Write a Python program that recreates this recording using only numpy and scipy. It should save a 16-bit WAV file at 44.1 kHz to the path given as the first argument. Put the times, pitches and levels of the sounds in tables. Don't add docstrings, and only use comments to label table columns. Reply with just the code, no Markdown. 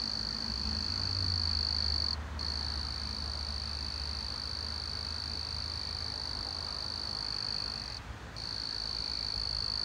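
import sys
import numpy as np
from scipy import signal
from scipy.fft import rfft, irfft
from scipy.io import wavfile
from scipy.ndimage import uniform_filter1d

SR = 44100
rng = np.random.default_rng(int(sys.argv[2]) if len(sys.argv) > 2 else 0)


def persist_wave(psi):
    counts = np.round(np.clip(psi, -1, 1) * 32767).astype(np.int16)
    wavfile.write(sys.argv[1], SR, np.atleast_2d(counts).T)


N = 433944

# start t/s, end t/s, cruising stroke rate/Hz, extra rate while fresh/Hz
TRILL_BOUTS = [(-0.0024, 2.14, 52.9355, -1.538), (2.3921, 7.98, 52.1819, 3.488),
               (8.3645, 11, 52.0978, 4.09)]
# centre t/s, half length/s, change of stroke rate/Hz
PACE_CHANGES = [(1.638, .2636, -1.363), (6.708, .3005, -2.222), (6.904, .13, 1.9), (7.393, .1, -3.203)]
# t/s, relative level of the tone/dB
SINGING_EFFORT = [(0, -37.5), (.45, -40), (1.5, -35), (2.13, -34.5), (2.5, -38.5), (2.95, -42),
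                  (7.05, -40.5), (7.55, -37.5), (7.85, -43.5), (8.36, -42.5), (8.55, -40.5), (9.8, -36.5)]
# from t/s, cancelled f/Hz, depth of cancellation (0-1), lowest f of the sweep/Hz,
# gain of its low end/dB, relative overtone level/dB, relative scratch level/dB
WING_POSTURES = [(0, 4140, .95, 4040, 2, -69, -46), (1.15, 4145, 0.8, 4000, -1.5, -65, -49),
                 (2.6, 4302, 0.78, 3730, 3.5, -64, -52), (7.08, 4000, 0.5, 4060, -2, -63.5, -52),
                 (7.75, 4440, 0.6, 4000, 10, -66.5, -50), (8.17, 4230, 0.54, 3800, 1, -65, -51),
                 (9.3, 4140, .55, 4080, -1.5, -63, -54)]
# f/Hz, level/dB, decay time T60/s
WING_MODES = [(4896, -39.5, 0.015), (5174, -46, 0.018), (5640, -38, 0.0067), (6440, -47, 0.0018)]
# f/Hz, relative level/dB
SCRATCH_SPECTRUM = [(2000, -31), (3600, -19), (4400, 12), (5150, -1.5), (5450, -2.5), (5850, -0.5),
                    (6500, -6.5), (7500, -18.5), (8600, -14), (10000, -42), (12000, -39.5), (15500, -24)]
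# t within the stroke/s, half length/s, relative level/dB
SCRATCH_PUFFS = [(0.0126, 0.0012, -1), (0.0181, 0.0016, -1.7)]
# t/s, firing f/Hz, relative level/dB
EXHAUST_NOTE = [(.45, 58, -47), (.7, 73, -42), (.95, 90, -42), (1.2, 94, -38.5), (1.6, 77, -40),
                (2.9, 73, -43.5), (4.15, 73, -44), (4.35, 75, -52), (4.6, 76.5, -47), (5.8, 80, -46.5),
                (6.3, 81, -55.5), (7.1, 82, -51.5), (7.4, 82, -55)]
# f/Hz, level/dB, rms waver/Hz
IDLE_TONES = [(58.5, -51.5, 1.69), (107.5, -57, 1.46), (439.5, -67.5, 2.97)]
# f/Hz, relative level/dB
RUMBLE_SPECTRUM = [(20, -35), (35, -18), (47, -6), (60, -1), (85, -3), (125, -6), (150, -8), (190, -10),
                   (245, -12), (275, -10), (370, -20.5), (600, -48.5), (2000, -100)]
# f/Hz, relative level/dB
ROAR_SPECTRUM = [(200, -13.5), (380, -4), (500, -2), (720, -2), (950, 0.5), (1150, -1), (1380, -1.5),
                 (1780, -3.5), (2050, -8), (2550, -9.5), (2850, -12.5), (3500, -11), (5000, -28),
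                 (8000, -73.5)]
# loudest t/s, half length/s, centre f/Hz, rise/dB
TRAFFIC_SWELLS = [(0.403, 1.35, 218, 5.5), (.5, 0.26, 50, 5), (1.598, 2.1, 1420, 2.5), (2.1, .3, 50, 9.5),
                  (2.55, .4, 218, 4), (6.05, 0.48, 49.7, 8), (6.553, 0.46, 746, 4), (7.552, 0.43, 1190, 2),
                  (7.6, 1.1, 100, 1), (8.1, .15, 50, 11.5), (9.5, 0.45, 50, 11.5)]
# start t/s, length/s, f/Hz, level/dB
FROG_CALLS = [(.4, 0.98, 2590, -63), (1.35, .65, 2680, -68), (2.8, 0.42, 2330, -64),
              (3.45, 0.97, 2580, -62.5), (4.9, 0.91, 2590, -64), (5.6, .55, 2337, -62),
              (7.2, 0.91, 2550, -60.5), (8.9, 0.49, 2370, -60), (9.35, 0.553, 2620, -66)]
# f/Hz, relative level/dB
HAZE_SPECTRUM = [(1500, -28.5), (3000, -12), (4400, 0.5), (5400, -6.5), (6300, -4.5), (7500, -11),
                 (9200, -16), (11000, -24), (13000, -23.5), (15500, -22.5)]


def cricket(tone_db=9.0, overtone_db=2, weak_start_db=-5, pitch_spread=.002, length_spread=.02):
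    t = np.arange(N) / SR
    starts, since_rest, hurry = strokes()
    stroke = np.maximum(np.searchsorted(starts, t) - 1, 0)
    pitch, length, force, ring_phase = rng.standard_normal((len(starts), 4))[stroke].T
    age = np.where(t < starts[0], 1, t - starts[stroke])
    along = age * (1 + length_spread * length)
    null_hz, depth, lowest_hz, low_db, over_db, scratch_db = posture(starts)[:, stroke]
    starting = np.exp(-since_rest / .04) * (hurry > 0)
    level_db = (follow(SINGING_EFFORT, starts)[0] + weak_start_db * starting)[stroke]
    speed = (1 - .0034 * hurry - .014 * starting)[stroke]
    teeth_hz, loudness, friction = stroke_shape(along)
    turns = np.cumsum(teeth_hz * speed * (1 + pitch_spread * pitch)) / SR
    phase = 2 * np.pi * (turns - np.interp(starts, t, turns)[stroke])
    late = np.clip((along - 0.0077) / 0.0052, 0, 1)
    touching = step(teeth_hz - lowest_hz, width=60)
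    chirp = touching * loudness * amp(tone_db + level_db + late * low_db) * np.sin(phase)
    tone = wing_interference(chirp, null_hz * speed, depth)
    bite = amp(over_db + overtone_db) * loudness ** 0.83
    second = amp(6.5) * resonate(bite * np.sin(2 * phase), hz=8985, width_hz=480)
    third = amp(-10) * resonate(bite * np.sin(3 * phase), hz=13690, width_hz=260)
    ring = amp(-43) * bump(along, 0.01373, 0.0014) * np.sin(2 * np.pi * 4330 * age + ring_phase)
    scratch = wing_scratch(amp(scratch_db) * friction)
    song = wing_inertia(tone + wing_snap(age) + ring) + second + third + scratch
    return song * amp(0.05 * uniform_filter1d(force, size=64))


def strokes(fresh_s=.723, brake_hz=12.706, brake_s=.1039, jitter_s=0.0002556):
    bouts = []
    for start, end, cruise_hz, fresh_hz in TRILL_BOUTS:
        t = np.arange(start, end, 1 / SR)
        hurry = fresh_hz * np.exp((start - t) / fresh_s)
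        braking = brake_hz * np.exp((t - end) / brake_s)
        wander = sum(change * bump(t, s, half) for s, half, change in PACE_CHANGES)
        cycles = np.cumsum(cruise_hz + hurry - braking + wander) / SR
        bouts.append([np.interp(np.arange(cycles[-1]), cycles, v) for v in (t, t - start, hurry)])
    starts, since_rest, hurry = np.hstack(bouts)
    return starts + jitter_s * rng.standard_normal(len(starts)), since_rest, np.maximum(hurry, 0)


def posture(t, shift_s=.06):
    rows = np.array(WING_POSTURES, float)
    shifts = sum((new - old)[1:, None] * step(t - new[0], shift_s) for old, new in zip(rows, rows[1:]))
    return rows[0, 1:, None] + shifts


def stroke_shape(along, base_hz=4616, run_off_s=0.013, attack_s=.0012, fade_db_per_s=1600):
    leap_hz = 1600 * np.exp(-along / 0.00028)
    slowing_hz = 19200 * along + 3100000 * np.minimum(along, run_off_s) ** 2
    on_file = step(run_off_s - along, width=0.00088)
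    attack = 1 - np.exp(-(along / attack_s) ** 1.5)
    loudness = attack * amp(6.5 - fade_db_per_s * along) * on_file
    puffs = sum(amp(db) * bump(along, s, half) for s, half, db in SCRATCH_PUFFS)
    friction = amp(-549.5 * along) * on_file + puffs
    return base_hz + leap_hz - slowing_hz, loudness, friction


def wing_interference(tone, null_hz, depth, gap_hz=205):
    tone = tone - np.clip(depth, 0, 1) * resonate(tone, null_hz, width_hz=110)
    return tone - np.clip(0.94 * depth, 0, 1) * resonate(tone, null_hz - gap_hz, width_hz=70)


def wing_snap(age, rise_s=0.00015):
    modes = sum(amp(db - 60 * age / t60) * np.sin(2 * np.pi * hz * age) for hz, db, t60 in WING_MODES)
    return (1 - np.exp(-age / rise_s)) ** 2 * modes


def wing_scratch(pressure):
    response = unit(amp(colour(SCRATCH_SPECTRUM, np.fft.rfftfreq(N, 1 / SR))))
    return irfft(rfft(pressure * rng.standard_normal(N)) * response, N)


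def wing_inertia(x, cutoff_hz=7000):
    return signal.sosfilt(signal.butter(6, cutoff_hz, fs=SR, output="sos"), x)


def surroundings(x, echo_s=.0031, echo_db=-23, scatter_db=-22, t60_s=0.099):
    t = np.arange(SR // 4) / SR
    tail = rng.standard_normal(len(t)) * amp(-60 * t / t60_s) * (t > echo_s)
    scatter = signal.fftconvolve(x, tail / np.linalg.norm(tail))[:N]
    echo = np.interp(np.arange(N) - round(echo_s * SR), np.arange(N), x, left=0)
    return x + amp(echo_db) * echo + amp(scatter_db) * scatter


def moving_car(gain_db=1.5, flutter=0.14, rise_s=0.12, fade_s=0.29):
    t = np.arange(N) / SR
    firing_hz, note_db = follow(EXHAUST_NOTE, t)
    phase = 2 * np.pi * np.cumsum(firing_hz) / SR
    start, end = EXHAUST_NOTE[0][0], EXHAUST_NOTE[-1][0]
    running = np.clip((t - start) / rise_s, 0, 1) * np.clip((end - t) / fade_s, 0, 1)
    note = np.sin(phase) + amp(-22) * np.sin(2 * phase) + amp(-20) * np.sin(3 * phase)
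    return amp(gain_db + note_db) * running * unit(note) * (1 + flutter * drift(8.8))


def exhaust_drone(hz=219, width_hz=24, level_db=-55, fade_db_per_s=0.9):
    t = np.arange(N) / SR
    pipe = resonate(resonate(rng.standard_normal(N), hz, width_hz), hz, width_hz)
    boom_db = 10.5 * bump(t, centre=0.67, half_width=0.34)
    return amp(level_db - fade_db_per_s * t + boom_db) * unit(pipe)


def idling_cars(unsteady_db=2):
    hum = np.zeros(N)
    for hz, db, waver_hz in IDLE_TONES:
        gain = amp(db + unsteady_db * drift(3))
        phase = 2 * np.pi * np.cumsum(hz + waver_hz * drift(4.11)) / SR
        hum += gain * unit(np.sin(phase))
    return hum


def traffic(rumble_db=-51, roar_db=-50.0, patchy_db=1, swell_octaves=0.92):
    steady = amp(rumble_db) * noise(RUMBLE_SPECTRUM) + amp(roar_db) * noise(ROAR_SPECTRUM)
    hz, t, spectra = signal.stft(steady, SR, nperseg=2048, noverlap=1536)
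    swell_db = sum(db * np.outer(bump(np.log2(hz + 1), np.log2(mid_hz), swell_octaves), bump(t, s, half))
                   for s, half, mid_hz, db in TRAFFIC_SWELLS)
    patches = uniform_filter1d(rng.standard_normal(spectra.shape), size=12, axis=0)
    patches = unit(uniform_filter1d(patches, size=14, axis=1))
    spectra = spectra * amp(swell_db + patchy_db * patches)
    return signal.istft(spectra, SR, nperseg=2048, noverlap=1536)[1][:N]


def tree_frogs(pulses_per_s=44, width_hz=190, blur=3.4):
    t, calls = np.arange(N) / SR, np.zeros(N)
    throb = np.maximum(np.sin(2 * np.pi * np.cumsum(pulses_per_s + drift(2.3)) / SR), 0) ** 2
    drive = rng.standard_normal(N) * (throb + blur * throb.mean())
    for start, length, hz, db in FROG_CALLS:
        swell = np.sqrt(abs(np.sin(np.pi * np.clip((t - start) / length, 0, 1))))
        broad = signal.lfilter(*signal.iirpeak(hz, hz / width_hz / 2, SR), drive)
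        sac = signal.lfilter(*signal.iirpeak(hz, hz / width_hz, SR), broad)
        calls += amp(db) * swell * unit(sac)
    return calls


def insect_haze(level_db=-61):
    return amp(level_db) * noise(HAZE_SPECTRUM)


def resonate(x, hz, width_hz):
    carrier = np.exp(2j * np.pi * np.cumsum(hz * np.ones(N)) / SR)
    pole = np.exp(-np.pi * width_hz / SR)
    return 2 * (carrier * signal.lfilter([1 - pole], [1, -pole], x / carrier + 1e-18)).real


def noise(spectrum):
    gain = amp(colour(spectrum, np.fft.rfftfreq(N, 1 / SR)))
    return unit(irfft(rfft(rng.standard_normal(N)) * gain, N))


def drift(bandwidth_hz):
    hz = np.fft.rfftfreq(N, 1 / SR)
    return unit(irfft(rfft(rng.standard_normal(N)) * np.exp(-(hz / bandwidth_hz) ** 2), N))


def colour(spectrum, hz):
    f, db = np.transpose(spectrum)
    return np.interp(np.log(hz + 1), np.log(f + 1), db)


def follow(rows, t):
    times, *columns = np.transpose(rows)
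    return [np.interp(t, times, column) for column in columns]


def bump(x, centre, half_width):
    return np.exp(-((x - centre) / half_width) ** 2)


def step(x, width):
    return .5 + .5 * np.tanh(x / width)


def amp(db):
    return 10 ** (np.asarray(db) / 20)


def unit(x):
    return x / np.sqrt(np.mean(x ** 2) + 1e-20)


def scene():
    near = surroundings(cricket())
    far = tree_frogs() + moving_car() + idling_cars() + exhaust_drone() + traffic() + insect_haze()
    return (near + far)[None]


def record(dry, edge_hz=15800):
    return signal.oaconvolve(dry, signal.firwin(511, edge_hz, window=("kaiser", 9), fs=SR)[None], "same")


dry = scene()
out = record(dry)
persist_wave(out)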